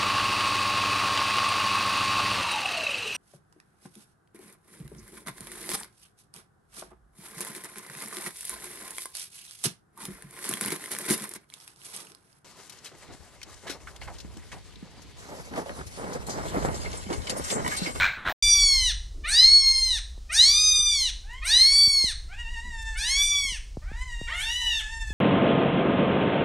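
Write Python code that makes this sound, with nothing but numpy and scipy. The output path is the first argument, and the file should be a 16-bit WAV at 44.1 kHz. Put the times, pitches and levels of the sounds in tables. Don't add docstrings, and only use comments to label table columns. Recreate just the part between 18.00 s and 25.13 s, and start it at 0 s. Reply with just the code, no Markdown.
import sys
import numpy as np
from scipy import signal
from scipy.fft import rfft, irfft, next_fast_len
from scipy.io import wavfile
from scipy.ndimage import uniform_filter1d, map_coordinates

SR = 44100
rng = np.random.default_rng(int(sys.argv[2]) if len(sys.argv) > 2 else 0)


def master_out(mix):
    frames = np.transpose(np.atleast_2d(mix))
    ceiling = np.clip(frames, -1, 1)
    pcm = np.round(ceiling * 32767).astype(np.int16)
    wavfile.write(sys.argv[1], SR, pcm)


N = 314433
TIME = np.arange(N) / SR
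LEAD_S = .018

# time_s, pitch_hz
KITTEN_PITCH = [
    [(.425, 1173), (.551, 1155), (.697, 1107), (.819, 1021), (.871, 977), (.928, 874)],
    [(1.25, 591.5), (1.318, 837), (1.394, 987), (1.464, 1060), (1.56, 1093), (1.7, 1064), (1.81, 1054),
     (1.9, 1009), (2.0, 828)],
    [(2.305, 615), (2.349, 820), (2.445, 1063), (2.557, 1202), (2.671, 1233), (2.8, 1205), (2.919, 1169),
     (3.021, 1042), (3.11, 919)],
    [(3.43, 608), (3.497, 851), (3.575, 1001), (3.68, 1094), (3.791, 1136), (3.901, 1123), (4.001, 1076),
     (4.065, 1011), (4.135, 787)],
    [(4.962, 714), (5.088, 1019), (5.135, 1091), (5.215, 1154), (5.3, 1161), (5.38, 1138), (5.43, 1125),
     (5.495, 1040), (5.59, 810)],
]
# attack_s, burst_db, swell_db_per_octave, mouth_hz, drift_hz_per_s,
# mouth_db, throat_db, upper_db, top_db, mouth_fade_db_per_s, other_fade_db_per_s
KITTEN_CRIES = [ (.002, 0, 1.5, 3980, -300, -18.5, -31.5, -23, -31, 2.5, 16.3),
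                (0.21, -0.5, 0.67, 4325, -850, -15, -34.5, -29.5, -35, 32, 8.6),
                (0.12, 11, 6, 4040, -800, -21, -32, -22, -31, 1.7, 11.8),
                (0.14, 1, 9, 4250, -100, -15.5, -32.5, -28.5, -29.5, 19.6, 11.5),
                (0.071, 2.5, 22, 3490, -1200, -23.5, -30, -26.5, -32.5, 7.3, 19)]
# freq_hz, gain_db
KITTEN_TIMBRE = [(1500, 1), (2300, 3), (2650, -5), (2950, 0.5), (3250, -13), (3600, -1.5), (4400, 2),
                 (5100, -4.5), (5900, 1.5), (7500, -4.5), (8800, 4), (10000, 4.5), (11200, 8.5),
                 (13500, 4.5)]
def kitten():
    return sum(cry(pitch, row, KITTEN_TIMBRE, clear_hz=1092, mouth_width_hz=670,
                   throat_hz=2200, throat_width_hz=2730, upper_hz=5600, upper_width_hz=1450,
                   top_hz=8500, top_width_hz=1570, chest_db=-19.5,
                   rasp=.025, slack_rasp=.23, sag=0.42, sag_s=0.011)
               for pitch, row in zip(KITTEN_PITCH, KITTEN_CRIES))


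# time_s, pitch_hz
HOARSE_PITCH = [(6.28, 461), (6.335, 667), (6.41, 771.5), (6.45, 889), (6.55, 974), (6.645, 988),
                (6.76, 909), (6.795, 848), (6.825, 595)]
HOARSE_CRY = (0.65, -9, 6, 3102, 300, -14, -39.5, -40.5, -40.5, 59, 9)
# freq_hz, gain_db
HOARSE_TIMBRE = [(2300, -1), (2550, -31), (2900, -0.5), (3900, 4.5), (4900, 2), (5600, 9), (8000, 1),
                 (10500, -1), (11600, 6), (13500, -14)]
def hoarse_cat():
    return cry(HOARSE_PITCH, HOARSE_CRY, HOARSE_TIMBRE, clear_hz=940, mouth_width_hz=630,
               throat_hz=1923, throat_width_hz=2100, upper_hz=6040, upper_width_hz=800,
               top_hz=8540, top_width_hz=3600, chest_db=-14.5,
               rasp=.40, slack_rasp=0.21, sag=0.073, sag_s=0.0084, waver=.0065, flutter_db=-1.0,
               hiss_db=-18, slack_hiss_db=-20, nasal_db=11.0, closed_db=-1.0, hum_db=2.7)


# freq_hz, gain_db
FOLD_HISS = [(1000, -28), (3000, -20), (5000, -8), (9000, -3.5), (11500, -3), (14000, -11.5), (16000, -23)]
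def cry(pitch, row, timbre, *, clear_hz, mouth_width_hz, throat_hz, throat_width_hz,
        upper_hz, upper_width_hz, top_hz, top_width_hz, chest_db, rasp, slack_rasp, sag, sag_s,
        waver=0.0016, flutter_db=2.14, hiss_db=-32, slack_hiss_db=-15,
        nasal_db=3.0, closed_db=-1.5, hum_db=2.0):
    i, fade = span(pitch)
    t = TIME[i]
    hz = arch(pitch, t)
    mouth_db, throat_db, upper_db, top_db = cry_levels(t, np.log2(hz / hz.max()), row)
    open_hz, drift_hz_per_s = row[3:5]
    mouth_hz = (open_hz + drift_hz_per_s * (t - t.mean())) * (hz / 1150) ** 0.37
    spent = np.exp((t - t[-1]) / sag_s)
    hz = hz * (1 - sag * spent)
    slack = np.clip((clear_hz - hz) / 260, 0, 1)
    top_db = top_db + nasal_db * (slack - .5)
    throat_db = throat_db + hum_db * slack
    resonances = [(mouth_hz, mouth_width_hz, mouth_db + closed_db * slack),
                  (throat_hz, throat_width_hz * (1 - 0.48 * slack), throat_db),
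                  (upper_hz, upper_width_hz, upper_db),
                  (top_hz, top_width_hz * (1 - 0.36 * slack), top_db)]
    multiples = np.arange(1, 21)
    partials_hz = multiples[:, None] * hz
    source_power = gain_at(timbre, partials_hz) ** 2
    power = 0
    for centre_hz, width_hz, gain_db in resonances:
        share = source_power * resonance(partials_hz, centre_hz, width_hz)
        power = power + undb(gain_db) ** 2 * share / share.sum(axis=0)
    power[0] = undb(throat_db + chest_db + 6.9 * np.log2(hz / 1100)) ** 2
    flutter = np.array([np.sqrt(k / 5) * wander(len(i), 17.87) for k in multiples])
    gains = np.sqrt(power) * undb(flutter_db * flutter)
    air = colour(rng.standard_normal(next_fast_len(len(i))), FOLD_HISS)[:len(i)]
    hiss = undb(top_db) * (undb(hiss_db) + undb(slack_hiss_db) * slack) * air
    phase = folds(hz, rough=0.098 + slack + 3 * spent, waver=waver)
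    out = np.zeros(N)
    out[i] = fade * (hiss + stack(phase, multiples, gains, rasp + slack_rasp * slack))
    return out


def cry_levels(t, octaves, row, shut_db=-36.5, burst_s=0.084, release_db=-10.5, release_s=0.02):
    attack_s, burst_db, swell_db_per_octave = row[:3]
    mouth_db, throat_db, upper_db, top_db, mouth_fade_db_per_s, other_fade_db_per_s = row[5:]
    age_s, from_middle_s = t - t[0] - LEAD_S, t - t.mean()
    effort_db = swell_db_per_octave * octaves + release_db * np.exp((t - t[-1]) / release_s)
    mouth_shut_db, upper_shut_db, top_shut_db = (
        shut_db * (1 - ramp(age_s, share * attack_s)) * (attack_s > LEAD_S) for share in (0.73, 0.36, 0.2))
    opening_db = burst_db * np.exp(-((age_s - attack_s) / burst_s) ** 2)
    other_db = effort_db - other_fade_db_per_s * from_middle_s
    return (mouth_db + effort_db + mouth_shut_db + opening_db - mouth_fade_db_per_s * from_middle_s,
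            throat_db + other_db,
            upper_db + other_db + upper_shut_db,
            top_db + other_db + top_shut_db)


# time_s, pitch_hz
FAR_PITCH = [
    [(3.24, 765), (3.32, 958), (3.42, 1089), (3.52, 929), (3.65, 871), (3.8, 875), (3.9, 798)],
    [(4.29, 663.8), (4.385, 931), (4.46, 907), (4.515, 960), (4.58, 919), (4.66, 977), (4.75, 908),
     (4.92, 885.7), (5.26, 824)],
    [(5.825, 604), (5.93, 884), (6.04, 1026), (6.13, 949), (6.27, 930.6), (6.42, 893.4), (6.57, 947),
     (6.68, 903), (6.85, 865), (6.94, 907), (7.14, 857.6)],
]
# level_db, attack_s, release_s, tilt_db_per_octave, widest_s, open_s, mouth_lift_db, gruff_db
FAR_MEOWS = [ (-39.5, 0.062, 0.28, -3.5, 3.443, 0.14, 22.5, -21),
             (-32.5, 0.061, 0.25, -1, 4.44, 0.18, 17.5, -14.5), (-32, 0.17, 0.014, 0, 6.42, 0.56, 8, -8.5)]
# freq_hz, gain_db
FAR_THROAT = [(600, -18), (900, -10.5), (1800, 4), (2750, 5.5), (3650, -6), (4600, -15.5), (5400, -13),
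              (6300, -13.5), (7100, -11), (8000, -12), (9500, -23.5), (12000, -32), (15000, -59.5)]
def far_meow(pitch, row, shimmer_db=2.7, gruff_s=0.1, gruff_fade_db_per_s=138, gruff_floor_db=-30.5):
    level_db, attack_s, release_s, tilt_db_per_octave, widest_s, open_s, mouth_lift_db, gruff_db = row
    i, fade = span(pitch)
    t = TIME[i]
    hz = arch(pitch, t)
    age_s = t - pitch[0][0]
    starting = 1 - ramp(age_s, attack_s)
    ending = 1 - ramp(pitch[-1][0] - t, release_s)
    envelope = fade * undb(level_db - 16.5 * starting - 19 * ending)
    cleared_db = gruff_fade_db_per_s * np.maximum(age_s - gruff_s, 0)
    gruff = undb(np.maximum(gruff_db - cleared_db, gruff_floor_db))
    multiples = np.arange(2, 33) / 2
    partials_hz = multiples[:, None] * hz
    tilt_db = (tilt_db_per_octave - 11 * starting) * np.log2(partials_hz / 1800)
    open_db = -15.5 + mouth_lift_db * np.exp(-((t - widest_s) / open_s) ** 2)
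    mouth_db = open_db * resonance(partials_hz, centre_hz=2850, width_hz=600)
    gains = gain_at(FAR_THROAT, partials_hz) * undb(tilt_db + mouth_db)
    gains[1::2] *= gruff
    gains /= np.sqrt(np.sum(gains ** 2, axis=0))
    tremble = undb(shimmer_db * wander(len(i), 46.35))
    phase = folds(hz, rough=0.65 + 4 * gruff, waver=0.0035)
    out = np.zeros(N)
    out[i] = envelope * tremble * stack(phase, multiples, gains, rasp=0.26 + .9 * gruff)
    return out


def folds(hz, rough, waver, jitter=0.008):
    glide_hz = uniform_filter1d(hz, 500, mode="nearest")
    unsteady = waver * wander(len(hz), 45.43) + jitter * rough * wander(len(hz), 700)
    return 2 * np.pi * np.cumsum(glide_hz * (1 + unsteady)) / SR


def stack(phase, multiples, gains, rasp):
    out = 0
    for k, gain in zip(multiples, gains):
        skirt = wander(len(phase), 600) * np.sin(k * phase) + wander(len(phase), 600) * np.cos(k * phase)
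        share = rasp * (k / 8) ** 2
        out = out + gain * (np.sin(k * phase + k * k) + share * skirt) / np.sqrt(1 + 2 * share ** 2)
    return np.sqrt(2) * out


def resonance(hz, centre_hz, width_hz):
    return (1 + ((hz - centre_hz) / width_hz) ** 2) ** -3.18


def arch(pitch, t):
    along = np.linspace(0, len(pitch) - 1, 400)
    time_s, hz = (map_coordinates(c, [along], order=2, mode="nearest") for c in np.transpose(pitch))
    return np.interp(t, np.maximum.accumulate(time_s), hz)


def span(pitch, stop_s=0.006):
    start_s, end_s = pitch[0][0] - LEAD_S, pitch[-1][0]
    i = np.arange(int(start_s * SR), min(int(end_s * SR), N))
    return i, ramp(TIME[i] - start_s, LEAD_S) ** 2 * ramp(end_s - TIME[i], stop_s)


# start_s, end_s, level_db
PUPPY_YAPS = [(-.02, 0.048, -19.5), (0.246, 0.293, -26)]
# freq_hz, gain_db
PUPPY_SNARL = [(60, -17.5), (130, -23), (360, -39), (1030, -22.5), (1250, -23), (1560, -6.5), (1830, -21),
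               (2360, -10.5), (2840, -28.5), (4110, -22), (4730, -37), (7900, -43.5), (10500, -64),
               (15000, -48)]
PUPPY_OPEN = [(60, -11), (540, -23.5), (800, -21.5), (1520, -8), (2710, -23.5), (3120, -24.5),
              (3930, -21.5), (4730, -40), (10000, -49), (15000, -60)]
PUPPY_CLOSING = [(60, -6), (460, -15), (730, 10), (1420, -6), (1630, -7), (2840, -12), (3190, -4),
                 (5300, -16), (10000, -34), (15000, -12)]
def puppy(rattle_hz=94, ceiling=.32):
    effort = sum(yap_push(*row) for row in PUPPY_YAPS) + 1e-9
    phase = 2 * np.pi * np.cumsum(rattle_hz * (1 + .03 * wander(N, 60))) / SR
    rattle = .5 * np.clip((20 * np.log10(effort) + 32) / 9, 0, 1)
    air = rng.standard_normal(N) * (1 + rattle * np.cos(phase))
    yapping, closing = ramp(TIME - .17, 0.0038), ramp(TIME - .282, 0.045)
    yap = (1 - closing) * colour(air, PUPPY_OPEN) + closing * colour(air, PUPPY_CLOSING)
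    voice = (1 - yapping) * colour(air, PUPPY_SNARL) + yapping * yap
    return ceiling * np.tanh(voice * effort / ceiling)


def yap_push(start_s, end_s, level_db, attack_s=0.026, release_s=0.029, tail_s=0.15, tail_share=0.23):
    after_s = np.maximum(TIME - end_s, 0)
    release = (1 - tail_share) * np.exp(-after_s / release_s) + tail_share * np.exp(-after_s / tail_s)
    return undb(level_db) * ramp(TIME - start_s, attack_s) * release


# start_s, peak_db, cutoff_hz
STEPS = [(2.177, -44, 694), (2.788, -41, 697), (3.871, -32.5, 280), (3.934, -55, 413), (4.039, -30.5, 450),
         (5.446, -44, 298.6), (5.519, -43, 296), (5.770, -27.5, 666), (5.915, -36.5, 603),
         (6.213, -30.5, 600), (7.103, -34, 336)]
def steps(lead_s=0.00067, turns=0.945, decay_s=0.016):
    t = np.arange(4096) / SR
    chirp = np.sin(2 * np.pi * turns * np.log(1 + t / lead_s)) * np.exp(-t / decay_s)
    out = np.zeros(N + len(t))
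    for start_s, peak_db, cutoff_hz in STEPS:
        thud = signal.sosfilt(signal.butter(2, cutoff_hz, fs=SR, output="sos"), chirp)
        i = int(start_s * SR)
        out[i:i + len(t)] += undb(peak_db) * thud / np.abs(thud).max()
    return out[:N]


# middle_s, length_s, centre_hz, level_db
SCUFFS = [(1.197, 0.12, 300, -55), (2.633, 0.284, 370, -59.5), (3.335, .012, 8000, -59),
          (4.675, 0.02, 5630, -102), (4.675, 0.064, 190, -51.5), (4.826, 0.014, 6700, -48),
          (5.995, .02, 6830, -61)]
def scuffs():
    out = 0
    for middle_s, length_s, centre_hz, level_db in SCUFFS:
        edges_hz = [centre_hz / np.sqrt(2), centre_hz * np.sqrt(2)]
        band = signal.sosfilt(signal.butter(2, edges_hz, "band", fs=SR, output="sos"), rng.standard_normal(N))
        out = out + undb(level_db) * unit(band) * np.exp(-(2 * (TIME - middle_s) / length_s) ** 2)
    return out


# freq_hz, gain_db
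RUMBLE_SPECTRUM = [(11, -37.5), (18, -4), (32, -3.5), (48, -4), (67, -11.5), (91, -24.5), (108, -25),
                   (206, -45.5), (400, -56.5), (520, -116), (880, -120)]
HISS_SPECTRUM = [(100, 8.5), (300, -0.5), (700, -3), (2000, -11), (5000, -2.5), (9500, -10.5),
                 (11000, -19.5), (15000, -23)]
# time_s, level_db
RUMBLE_LEVEL = [(.45, -32), (.8, -31), (1.55, -38.5), (2.75, -38.5), (3.3, -39), (4, -41), (4.2, -34),
                (5.7, -39), (5.9, -33.5), (6.8, -39), (7.1, -32)]
def background(hiss_db=-59):
    rumble_db = np.interp(TIME, *np.transpose(RUMBLE_LEVEL))
    rumble = colour(rng.standard_normal(N), RUMBLE_SPECTRUM)
    hiss = colour(rng.standard_normal(N), HISS_SPECTRUM)
    return undb(rumble_db) * rumble + undb(hiss_db) * hiss


def room(x, early_db, tail_db, t60_s=0.44, early_s=0.023):
    t = np.arange(SR) / SR
    early = rng.standard_normal(SR) * np.exp(-t / early_s) * (t > .002)
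    tail = rng.standard_normal(SR) * undb(-60 * t / t60_s) * ramp(t, 0.0017)
    walls = [(300, 11.0), (4000, 3.5), (9000, 4.5), (14000, -19.5)]  # freq_hz, gain_db
    response = undb(early_db) * colour(early, walls) + undb(tail_db) * colour(tail, walls)
    return x + signal.fftconvolve(x, response / np.sqrt(2 * SR))[:N]


def undb(db):
    return 10 ** (np.asarray(db) / 20)


def unit(x):
    return x / np.sqrt(np.mean(x ** 2))


def ramp(t, length_s):
    return np.clip(t / length_s, 0, 1)


def gain_at(spectrum, hz):
    freq_hz, gain_db = np.transpose(spectrum)
    return undb(np.interp(np.log(hz + 1e-3), np.log(freq_hz), gain_db))


def colour(x, spectrum):
    return unit(irfft(rfft(x) * gain_at(spectrum, np.fft.rfftfreq(len(x), 1 / SR)), len(x)))


def wander(size, rate_hz):
    knots = np.arange(size) * rate_hz / SR
    return map_coordinates(rng.standard_normal(8192), [knots], order=3, mode="wrap")


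def scene(puppy_end_s=.326, room_start_s=.4242, cut_s=.0015):
    cries, hoarse = kitten(), hoarse_cat()
    far = sum(far_meow(pitch, row) for pitch, row in zip(FAR_PITCH, FAR_MEOWS))
    cats = undb(-2.5) * room(cries, early_db=-11.5, tail_db=-7)
    cats += undb(0.5) * room(hoarse, early_db=-7, tail_db=-5.5)
    cats += undb(-9.5) * room(far, early_db=-2.5, tail_db=-8.0)
    house = cats + steps() + scuffs() + background()
    mono = puppy() * ramp(puppy_end_s - TIME, cut_s) + house * ramp(TIME - room_start_s, cut_s)
    return np.array([mono, mono])


def record(dry):
    return signal.sosfilt(signal.ellip(10, .2, 80, 15650, fs=SR, output="sos"), dry)


dry = scene()
out = record(dry)
master_out(out)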